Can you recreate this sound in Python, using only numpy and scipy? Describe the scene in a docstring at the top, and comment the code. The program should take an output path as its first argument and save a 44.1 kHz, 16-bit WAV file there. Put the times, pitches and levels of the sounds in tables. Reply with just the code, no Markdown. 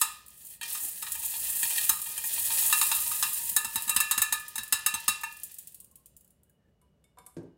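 """A wire strainer's rim clinks on a large glass jar as hard granules are shaken in: dying modes and bounces.
Grains sift over the mesh and patter on wet stones below, as coloured random clicks; the last tick singly.
Then a bowl comes up: light touches ring its modes, and its foot knocks softly on the counter.
Shaped noise makes the quiet kitchen, with a faint whine and low rumble; swept tones squeak, low notes thump.
The jar's inside and the kitchen answer the contacts through sparse, dying echoes."""
import sys
import numpy as np
from scipy import signal
from scipy.io import wavfile
from scipy.ndimage import uniform_filter1d

SR = 44100
rng = np.random.default_rng(int(sys.argv[2]) if len(sys.argv) > 2 else 0)


def log_audio(samples):
    """Write samples as a 16-bit WAV file to the path given in sys.argv[1]."""
    # one column per channel
    frames = np.atleast_2d(samples).T
    # limit to full scale, then quantise
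    limited = np.clip(frames, -1, 1)
    pcm = np.round(limited * 32767).astype(np.int16)
    wavfile.write(sys.argv[1], SR, pcm)


N = 334068

# Bright spectrum of grains on the mesh. Each row: frequency in Hz, relative level in dB per Hz.
SIFT_SPECTRUM = [(2940, -43.5), (5000, -31.5), (5220, -13), (6020, -8), (6830, 4), (9050, 10.5),
                 (13200, 8.5), (15600, 9.5), (16300, -9)]
# Upper limits of the families of modes, from low to high. Each entry: frequency in Hz.
FAMILY_TOP_HZ = [1100, 1400, 2100, 3300, 4800]
POUR_END_S = 2.71  # the duller modes of the pouring give way to the free ones


def gain_of(db):
    """Decibels to a factor."""
    return 10 ** (np.asarray(db) / 20)


def evened(x):
    """Scales to rms 1."""
    return x / np.sqrt(np.mean(x ** 2) + 1e-20)


def peaked(x):
    """Scales to peak 1."""
    return x / (abs(x).max() + 1e-20)


def whole(x):
    """Scales to energy 1."""
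    return x / np.linalg.norm(x)


def read(points, hz):
    """Reads a table on a log-frequency axis."""
    f, value = np.transpose(points)
    return np.interp(np.log(hz + 1), np.log(f + 1), value)


def curve(rows, column):
    """One dB column of a table as a gain for each sample."""
    rows = np.array(rows)
    return gain_of(np.interp(np.arange(N) / SR, rows[:, 0], rows[:, column]))


def add(mix, s, sound):
    """Mixes a sound in at a time in seconds."""
    part = mix[round(s * SR):][:len(sound)]
    part += sound[:len(part)]


def colour(x, points):
    """A causal (minimum-phase) filter with the given spectrum, so that clicks stay sharp."""
    hz = abs(np.fft.fftfreq(4096, 1 / SR))
    log_gain = np.log(gain_of(np.maximum(read(points, hz), -90)))
    taps = np.fft.ifft(np.exp(np.conj(signal.hilbert(log_gain)))).real
    return signal.oaconvolve(x, taps)[:len(x)]


def band(x, lo_hz, hi_hz):
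    """Band-pass."""
    return signal.sosfilt(signal.butter(3, [lo_hz, hi_hz], "band", fs=SR, output="sos"), x)


def grains(count, per_s, spread_db):
    """Clicks of random sign at random moments; a wider spread makes a few large."""
    there, size, sign = rng.random((count, 3)).T
    click_gain = gain_of(spread_db * np.minimum(-np.log(size + 1e-9), 4))
    return (there < per_s / SR) * click_gain * np.sign(sign - .5)


def ring(modes, extra_db, seconds, rise_s=0.0013, detune=0.0023, waver_db=4.0):
    """Dying modes; tuning and phase shift with each call, and loose contact makes the ring waver."""
    hz, db, t60 = np.transpose(modes)[:, :, None]
    t = np.arange(round(seconds * SR)) / SR
    shift, start, beat, beat_start = rng.random((len(modes), 4)).T[:, :, None]
    waver = np.sin(2 * np.pi * ((15 + 35 * beat) * t + beat_start))  # 15 to 50 Hz
    tone = np.sin(2 * np.pi * (hz * (1 + detune * (2 * shift - 1)) * t + start))
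    rise = np.sin(np.pi / 2 * np.minimum(t / rise_s, 1)) ** 2
    level_db = db + extra_db[:, None] - 60 * t / t60 + waver_db * waver
    return rise * (gain_of(level_db) * tone).sum(0)


def chatter(per_s, hold_s, t60):
    """A first contact and a flurry of small bounces that holds, then dies."""
    t = np.arange(6000) / SR
    burst = grains(count=len(t), per_s=per_s, spread_db=0.0)
    burst[0] = 0.65
    return burst * gain_of(-60 * np.maximum(t - hold_s, 0) / t60)


def pouring_at(s):
    """True while the duller modes of the pouring grains are heard."""
    pour_start_s = 0.087
    return (s > pour_start_s) & (s < POUR_END_S)


def ring_modes(pouring):
    """The free modes, or those heard while grains pour: duller middle modes of stones and jar struck by grains."""
    # Free glass jar and steel rim. Each row: frequency in Hz, relative level in dB, free t60 in seconds.
    free_table = [(906.1, 0, 0.23), (936, -6.5, 0.27), (1225, -5, 0.096), (1234, -11.5, 0.52),
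                  (1630, -13.5, 0.22), (1738, -4.5, 0.49), (1769, -4.5, .12), (2190, -15, 0.13),
                  (2443, -14.5, 0.58), (2713, -2.5, 0.36), (2641, -4.5, 0.05), (3610, -16, 0.23),
                  (3868, 0, 0.2), (3910, -7, .12), (4350, -9, 0.15), (5150, -8, 0.1), (5420, -19, 0.2),
                  (6320, -2, 0.08), (6580, -1, .09), (7788, 2, 0.1), (8250, 1, 0.08), (8900, 1, .04),
                  (9295, 1, 0.09), (9950, 0, .05), (10850, 2, 0.085), (10935, 0, .08), (12240, -4, .08),
                  (12850, -2, .07), (13400, 1, .045), (13922, 3, 0.09), (14295, 2, .06), (14692, 1, .09),
                  (15300, -4, .07)]
    # Middle modes of stones and jar struck by grains. Each row: frequency in Hz, relative level in dB,
    # t60 in seconds.
    pouring_table = [(1680, -12, 0.14), (1716, -3.5, 0.12), (1857, -4, 0.19), (1890, -5, 0.13),
                     (2420, -5, 0.18), (2627, -3.5, 0.049), (2750, -10.5, 0.12), (3140, -2.5, .1),
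                     (3390, -5.5, 0.14), (3830, -5.5, 0.16), (4310, -7.5, 0.21), (4400, -9.5, 0.19)]
    pouring_ring = 0.84  # factor on the free t60, for all but the lowest family
    modes = np.array(free_table)
    if not pouring:
        return modes
    low, second, *_, top = FAMILY_TOP_HZ
    shorter = modes.copy()
    shorter[modes[:, 0] > low, 2] *= pouring_ring
    return np.r_[shorter[modes[:, 0] < second], pouring_table, shorter[modes[:, 0] > top]]


def room(x):
    """Jar and kitchen: sparse taps of random sign, each band dying at its own speed."""
    # Decay of the echoes. Each row: frequency in Hz, t60 in seconds.
    room_decay = [(200, 0.42), (1000, 0.47), (4000, 0.46), (9000, 0.3), (16000, 0.21)]
    taps = np.zeros(SR // 2)
    at = np.arange(200, len(taps) - 20, 20)  # one tap in every 20 samples
    taps[at + rng.integers(0, 20, len(at))] = rng.choice([-1., 1.], len(at))
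    hz, t, z = signal.stft(taps, SR, nperseg=256)
    decay = gain_of(-60 * t / read(room_decay, hz)[:, None])
    tail = signal.istft(z * decay, SR, nperseg=256)[1]
    return signal.oaconvolve(x, whole(tail))[:N]


def background():
    """Steady kitchen air and a faint whine as filtered noise, with a lumpy low rumble."""
    # Spectrum of the quiet kitchen. Each row: frequency in Hz, relative level in dB per Hz.
    air_spectrum = [(60, -34), (120, -6), (180, -0.5), (250, -13.5), (400, -11), (800, -20), (1500, -26),
                    (3200, -32.5), (16000, -48)]
    # Course of the low rumble. Each row: time in seconds, level in dB.
    rumble_course = [(0, -70.5), (.8, -67), (1.7, -63.5), (2.7, -59.5), (3.8, -63.5), (4.9, -67),
                     (5.4, -70.5), (7.58, -69)]
    # Spectrum of the rumble. Each row: frequency in Hz, relative level in dB per Hz.
    rumble_spectrum = [(20, -41), (35, -13.5), (60, 9), (100, -0.5), (200, -1.5), (300, -12.5),
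                       (600, -11.5), (900, -40.5)]
    air = gain_of(-74.5) * evened(colour(rng.standard_normal(N), air_spectrum))
    whine = gain_of(-90.0) * evened(band(rng.standard_normal(N), 2860, 2960))
    lumps = evened(uniform_filter1d(rng.standard_normal(N), 3000))
    rumble = colour(rng.standard_normal(N), rumble_spectrum) * gain_of(1.5 * lumps)
    return air + whine + evened(rumble) * curve(rumble_course, 1)


def squeaks():
    """Faint gliding tones, roughened by slow noise, that swell and fade."""
    # Each row: start and end in seconds, start and end frequency in Hz, level in dB before the wavering.
    squeak_rows = [(0.798, 0.902, 308, 306, -58.5), (0.802, 0.91, 838, 755, -57.5),
                   (5.721, 6.123, 1053, 1083, -78.5), (6.443, 6.547, 1630, 1634, -83.5),
                   (6.544, 6.75, 1840, 1700, -81.5)]
    out = np.zeros(N)
    for start, end, start_hz, end_hz, db in squeak_rows:
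        hz = np.linspace(start_hz, end_hz, round((end - start) * SR))
        fuzz = evened(uniform_filter1d(rng.standard_normal(len(hz)), 500))
        tone = np.sin(2 * np.pi * np.cumsum(hz) / SR)
        add(out, start, gain_of(db) * (1 + fuzz) * tone * np.hanning(len(hz)))
    return out


def thumps():
    """While the strainer is shaken: a short hollow note, then a soft lower push of band noise."""
    # Each row: start in seconds, relative level in dB.
    thump_rows = [(1.629, -46), (1.893, -44), (3.439, -53.5), (3.65, -45), (3.754, -39), (3.871, -44.5),
                  (3.961, -36.5), (4.175, -39.5), (4.314, -51), (4.586, -44.5), (4.727, -44), (4.937, -42),
                  (5.086, -40)]
    push_lag_s = 0.011  # the push follows the note
    out, t = np.zeros(N), np.arange(5000) / SR
    note = (1 - np.exp(-t / 0.0018)) * gain_of(-60 * t / 0.064) * np.sin(2 * np.pi * 225 * t)
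    for s, db in thump_rows:
        push = evened(band(rng.standard_normal(len(t)), 45, 120))
        push = push * (1 - np.exp(-t / 0.0055)) * gain_of(-60 * t / 0.083)
        add(out, s, gain_of(db - 4.0) * peaked(note))
        add(out, s + push_lag_s, gain_of(db - 7.5) * peaked(push))
    return out


def bowl_knock():
    """The bowl's foot lands and bounces once: counter modes, a dry tick and a low buzz."""
    # Each row: start in seconds, relative level in dB, tick in dB relative to that level.
    knock_rows = [(7.367, -28, -20), (7.39, -41.5, -33)]
    # Modes of the counter. Each row: frequency in Hz, relative level in dB, t60 in seconds.
    counter_modes = [(108.6, -9, 0.28), (161.4, 1, 0.19), (268, -2, 0.18), (334, 4.5, 0.11),
                     (385, -1.5, 0.12), (461, -0.5, 0.083), (592, -13, .08), (692, -20, .08),
                     (856, -17, 0.052), (1590, -13, .06)]
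    out = np.zeros(N)
    body = ring(counter_modes, np.zeros(len(counter_modes)), .3, rise_s=0.003)
    for s, db, tick_db in knock_rows:
        rocking = signal.oaconvolve(chatter(170, 0, .4), body)[:len(body)]  # the foot rocks as it settles
        tick = band(chatter(7300, 0.0035, 0.082), 630, 8900)
        buzz = band(chatter(3000, 0.0091, 0.38), 123, 990)  # loose things on the counter buzz along
        add(out, s, gain_of(db - 4.0) * peaked(body + .45 * rocking))
        add(out, s, gain_of(db + tick_db) * peaked(tick))
        add(out, s, gain_of(db - 19.5) * peaked(buzz))
    return out


def bowl_touches():
    """The bowl touches strainer or jar: ceramic modes, small bounces in two bands and a duller body."""
    # Each row: start in seconds, relative level in dB, treble and dull part in dB relative to that level.
    touch_rows = [(6.8144, -66.5, 10.5, -1), (7.0409, -56, 2, -19), (7.172, -59, -6, 12),
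                  (7.1851, -46.5, 4, -5), (7.254, -70, 11, -6), (7.2639, -50, 13.5, -6),
                  (7.3244, -74, 11, -6), (7.3444, -69, 14, -6), (7.43, -78, 14, -6.5)]
    # Modes of the bowl. Each row: frequency in Hz, relative level in dB before scatter, t60 in seconds.
    bowl_modes = [(2222, -2, 0.13), (3590, 2, 0.09), (5255, -7, .08), (7300, 0, 0.05)]
    # Duller body of a touch. Each row: frequency in Hz, relative level in dB, t60 in seconds.
    dull_modes = [(480, -9, .05), (760, -8, .05), (990, -2, .07), (1180, 0, .05), (1570, -13, .04)]
    out = np.zeros(N)
    for s, db, treble_db, dull_db in touch_rows:
        burst = chatter(2600, 0.0024, 0.037)
        ceramic = ring(bowl_modes, 3.6 * rng.standard_normal(len(bowl_modes)), .3)
        dull_ring = ring(dull_modes, np.zeros(len(dull_modes)), 0.28)
        dull = signal.oaconvolve(chatter(900, 0.0078, 0.11), dull_ring)
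        add(out, s, gain_of(db - 7.0) * peaked(ceramic))
        add(out, s, gain_of(db - 5.0) * peaked(band(burst, 650, 4500)))
        add(out, s, gain_of(db + treble_db) * peaked(band(burst, 7900, 12100)))
        add(out, s, gain_of(db + dull_db) * peaked(dull))
    return out


def flow():
    """Dense grains in clumps: bright on the mesh, darker on the stones, where they also wake stones and jar."""
    # Course of the flow. Each row: time in seconds, sifting on the mesh in dB, patter in the jar in dB.
    flow_course = [(0, -36.5, -53), (0.24, -68.5, -64.5), (0.45, -48.5, -65.5), (0.55, -48, -60.5),
                   (0.595, -79, -88), (0.63, -49, -44.5), (0.75, -36, -49), (1.02, -41, -56),
                   (1.2, -37.5, -49.5), (1.45, -32, -43.5), (1.6, -31.5, -46.5), (1.85, -29.5, -40),
                   (1.95, -38.5, -55.5), (2.15, -38.5, -47), (2.4, -30.5, -43), (2.65, -25.5, -38.5),
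                   (2.95, -29.5, -43.5), (3.05, -32, -44.5), (3.2, -32.5, -45), (3.5, -35, -48.5),
                   (3.62, -44.5, -62), (3.74, -39, -48.5), (4.7, -61, -59.5), (5.05, -55, -49),
                   (5.7, -60, -71), (5.9, -91.5, -88)]
    # Spectrum of the patter. Each row: frequency in Hz, relative level in dB per Hz.
    patter_spectrum = [(180, -53), (300, -19.5), (740, -10), (905, -7.5), (1090, -26.5), (1200, -15),
                       (1420, -18.5), (1650, -2.5), (1920, -1), (2150, -10), (2340, -19), (2420, 0.5),
                       (2810, -1), (5970, -2), (7500, -7), (9750, -6), (16500, -120)]
    # The larger slides over the mesh. Each row: crest in seconds, relative size.
    slide_rows = [(.733, .9), (0.831, .75), (.854, .5), (.89, .5), (1.257, 1.15), (1.502, .5), (1.563, .45),
                  (2.274, 1.05), (3.377, .45)]
    surges_per_s, surge_s, steady_share = 27, 0.032, 1  # small slides over the mesh, on a steady flow
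    lift_s = 5.35  # the rim leaves the glass
    t = np.arange(N) / SR
    clumps = uniform_filter1d(uniform_filter1d(rng.standard_normal((2, N)), 500, axis=1), 300, axis=1)
    clumps = evened(clumps)

    crests = .3 * abs(grains(count=N, per_s=surges_per_s, spread_db=1.1))
    for s, size in slide_rows:
        add(crests, s, np.array([1.3 * size]))
    slide = np.hanning(round(surge_s * SR))
    surges = steady_share + signal.oaconvolve(crests, slide, "same")
    on_mesh = grains(count=N, per_s=11000, spread_db=3.0) * surges * gain_of(1.3 * clumps[0])
    sift = evened(colour(on_mesh, SIFT_SPECTRUM))

    fall = grains(count=N, per_s=3500, spread_db=4.2) * gain_of(1.5 * clumps[0] + 1.8 * clumps[1])
    fall = fall * curve(flow_course, 2) / np.std(colour(fall, patter_spectrum))
    patter = colour(fall, patter_spectrum)
    pour = pouring_at(t)
    for share, pouring in ((pour, True), (~pour & (t < lift_s), False)):
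        modes = ring_modes(pouring)
        modes = modes[modes[:, 0] < FAMILY_TOP_HZ[-1]]
        woken = band(ring(modes, np.zeros(len(modes)), 0.45), 450, 6800)
        patter = patter + gain_of(-50) * signal.oaconvolve(fall * share, woken)[:N]
    fade = np.clip((6.5 - t) / 0.23, 0, 1)  # the strainer is empty
    return (sift * curve(flow_course, 1) + patter) * fade


def ticks():
    """Grains landing singly or in small clumps: a sharp contact, then a short bright flurry with a little body."""
    # Each row: start in seconds, relative level in dB.
    tick_rows = [(0.2628, -38), (0.282, -34.5), (0.3037, -38), (0.3174, -49), (0.338, -56), (0.374, -52),
                 (0.418, -42), (0.449, -32), (0.468, -31.5), (0.503, -36), (0.701, -23), (1.1196, -15.5),
                 (2.0165, -18), (2.089, -23), (2.336, -17), (2.868, -20), (3.003, -17), (3.046, -27),
                 (3.077, -18), (3.493, -15), (3.33, -16), (3.822, -19), (3.947, -20), (4.397, -27.5),
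                 (4.4816, -24), (4.6332, -23.5), (4.678, -30), (4.791, -28), (5.001, -29), (5.0419, -37),
                 (5.21, -29), (5.3244, -31), (5.368, -32.5), (5.399, -32), (5.4333, -23), (5.516, -32.5),
                 (5.542, -30.5), (5.585, -25.5), (5.6725, -29), (5.7216, -40), (5.7447, -30), (5.8017, -33),
                 (5.8442, -39.5), (5.913, -46.5), (5.956, -36), (6.0588, -36), (6.166, -38.5),
                 (6.209, -45.5), (6.2464, -48), (6.2766, -51), (6.305, -46.5), (6.433, -49), (6.4965, -52),]
    out = np.zeros(N)
    for s, db in tick_rows:
        t60 = np.interp(db, [-50, -25], [.03, .06])  # bigger clumps scatter longer
        burst = chatter(3700, 0.0014, t60)
        burst[0] *= gain_of(-3.5)
        bright = peaked(colour(burst, SIFT_SPECTRUM))
        body = peaked(band(burst, 2500, 5500))
        add(out, s, gain_of(db - 1.0) * (bright + gain_of(-22.0) * body))
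    return out


def clinks():
    """Each hard blow of the rim, or clump of grains landing on stones and jar, rings, clatters and rattles."""
    # Each row: start in seconds, relative levels of clatter, rattle and ring in dB,
    # colour of the ring: an angle in degrees that sets the balance of the mode families.
    clink_rows = [(0.014, -8.5, -13, -18, 110), (0.612, -40, -34.5, -32, 126), (0.63, -35, -33, -35, 18),
                  (0.749, -23, -31, -30.5, 108), (1.024, -21, -27.5, -39, 45),
                  (1.065, -22.5, -42, -36.5, 177), (1.152, -44, -34, -37.5, 134),
                  (1.232, -53, -29.5, -38, 63), (1.337, -46, -42, -31, 69), (1.63, -29, -21, -28.5, 125),
                  (1.705, -33.5, -32.5, -34, 17), (1.779, -37.5, -26, -24, 8),
                  (1.893, -10.5, -13, -20.5, 108), (2.059, -44, -38, -37, 28), (2.177, -39, -25, -32.5, 15),
                  (2.239, -42.5, -26.5, -37, 134), (2.378, -35.5, -35.5, -30, 68),
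                  (2.502, -21.5, -42, -28, 66), (2.622, -29.5, -24.5, -32, 66),
                  (2.699, -22, -30.5, -31, 66), (2.726, -11.5, -16, -15, 102),
                  (2.813, -10.5, -15, -20, 153), (2.915, -9, -19.5, -16.5, 110),
                  (3.115, -22.5, -53.5, -25, 109), (3.226, -9, -16.5, -20.5, 104),
                  (3.564, -13, -12.5, -22, 175), (3.646, -21, -25.5, -31, 39),
                  (3.757, -17.5, -20, -25.5, 147), (3.878, -23, -27, -25, 106),
                  (3.894, -18, -16.0, -24.5, 99), (3.962, -8, -16, -27.5, 138),
                  (4.002, -17.5, -15, -21, 99), (4.111, -12.5, -15, -22.5, 174),
                  (4.178, -12.5, -17.5, -23, 76), (4.218, -12.5, -14.5, -22.5, 81),
                  (4.324, -15.5, -17, -21, 175), (4.556, -37.5, -26, -28.5, 111), (4.58, -19, -26, -29, 1),
                  (4.724, -9.5, -14, -22.5, 4), (4.862, -13, -15, -21, 100), (4.94, -17, -24.5, -25.5, 111),
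                  (5.08, -9.5, -13.5, -21.5, 100), (5.234, -24, -31.5, -27, 46)]
    # Spectrum of the clatter. Each row: frequency in Hz, relative level in dB per Hz.
    clatter_spectrum = [(600, -44.5), (800, -13), (900, -6), (1250, 0.5), (1450, -8), (1850, -4),
                        (2200, -16.5), (2700, -0.5), (3300, -10.5), (3900, 2), (4400, -12.5), (5200, -2),
                        (5900, -16.5), (6400, -11), (7000, -33)]
    # Spectrum of the rattle. Each row: frequency in Hz, relative level in dB per Hz.
    rattle_spectrum = [(5000, -25), (5900, -44.5), (6400, -7), (7800, -2.5), (9600, -1.5), (12000, -4.5),
                       (14700, -12), (16900, -3)]
    # Each entry, one per family of modes: factor on the colour angle.
    angle_factor = [2, 3, 4, 5, 6]
    # Each entry, one per family of modes: relative level in dB.
    family_level_db = [-12.5, -5.5, -7, -3.5, -7]
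    # Each entry, one per family of modes: offset of the colour angle in degrees.
    angle_offset_deg = [79.8, 69, 9, 92, 350]
    floor_db, top_ring_db = -15, -16  # least share of a family; highest modes relative to the rattle
    scatter_db, top_scatter_db = 2.0, 4.0  # random balance of the modes in each contact
    short_until_s, short_ring = 3.4, 0.61  # after the pouring, rings stay shorter until then: t60 factor
    rings, noisy = np.zeros(N), np.zeros(N)
    for s, clatter_db, rattle_db, ring_db, colour_deg in clink_rows:
        modes = ring_modes(pouring_at(s))
        if POUR_END_S < s < short_until_s:
            modes[:, 2] *= short_ring
        family = np.searchsorted(FAMILY_TOP_HZ, modes[:, 0])
        balance = np.cos(np.radians(np.multiply(angle_factor, colour_deg) + angle_offset_deg))
        balance_db = 10 * np.log10(balance ** 2 + gain_of(floor_db) ** 2)
        family_db = ring_db + np.array(family_level_db) + balance_db
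        share_db = np.append(family_db, rattle_db + top_ring_db)[family]
        spread_db = np.where(family < len(family_level_db), scatter_db, top_scatter_db)
        share_db += spread_db * rng.standard_normal(len(modes))
        clatter = whole(colour(chatter(2900, 0.005, 0.078), clatter_spectrum))
        rattle = whole(colour(chatter(5000, 0.0067, 0.042), rattle_spectrum))
        add(rings, s, ring(modes, share_db, 0.63))
        add(noisy, s, gain_of(clatter_db + 8.0) * clatter)
        add(noisy, s, gain_of(rattle_db + 21.5) * rattle)
    return band(rings, 570, 18000), noisy  # small hard things radiate no bass


def scene():
    """All sources; the jar's inside and the kitchen answer the noisy contacts and the bowl."""
    rings, noisy = clinks()
    contacts = noisy + ticks() + flow() + bowl_touches() + bowl_knock()
    answered = contacts + gain_of(-7.0) * room(contacts)
    return (rings + answered + thumps() + squeaks() + background())[None]


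def record(dry):
    """The top treble steps down by 24 dB, then the band limit: two low-pass filters combined."""
    dull_hz, edge_hz = 15900, 16900
    below = signal.firwin(511, dull_hz, window=("kaiser", 9), fs=SR)
    edge = signal.firwin(511, edge_hz, window=("kaiser", 9), fs=SR)
    return signal.oaconvolve(dry, (below + gain_of(-24) * (edge - below))[None], "same")


dry = scene()
out = record(dry)
log_audio(out)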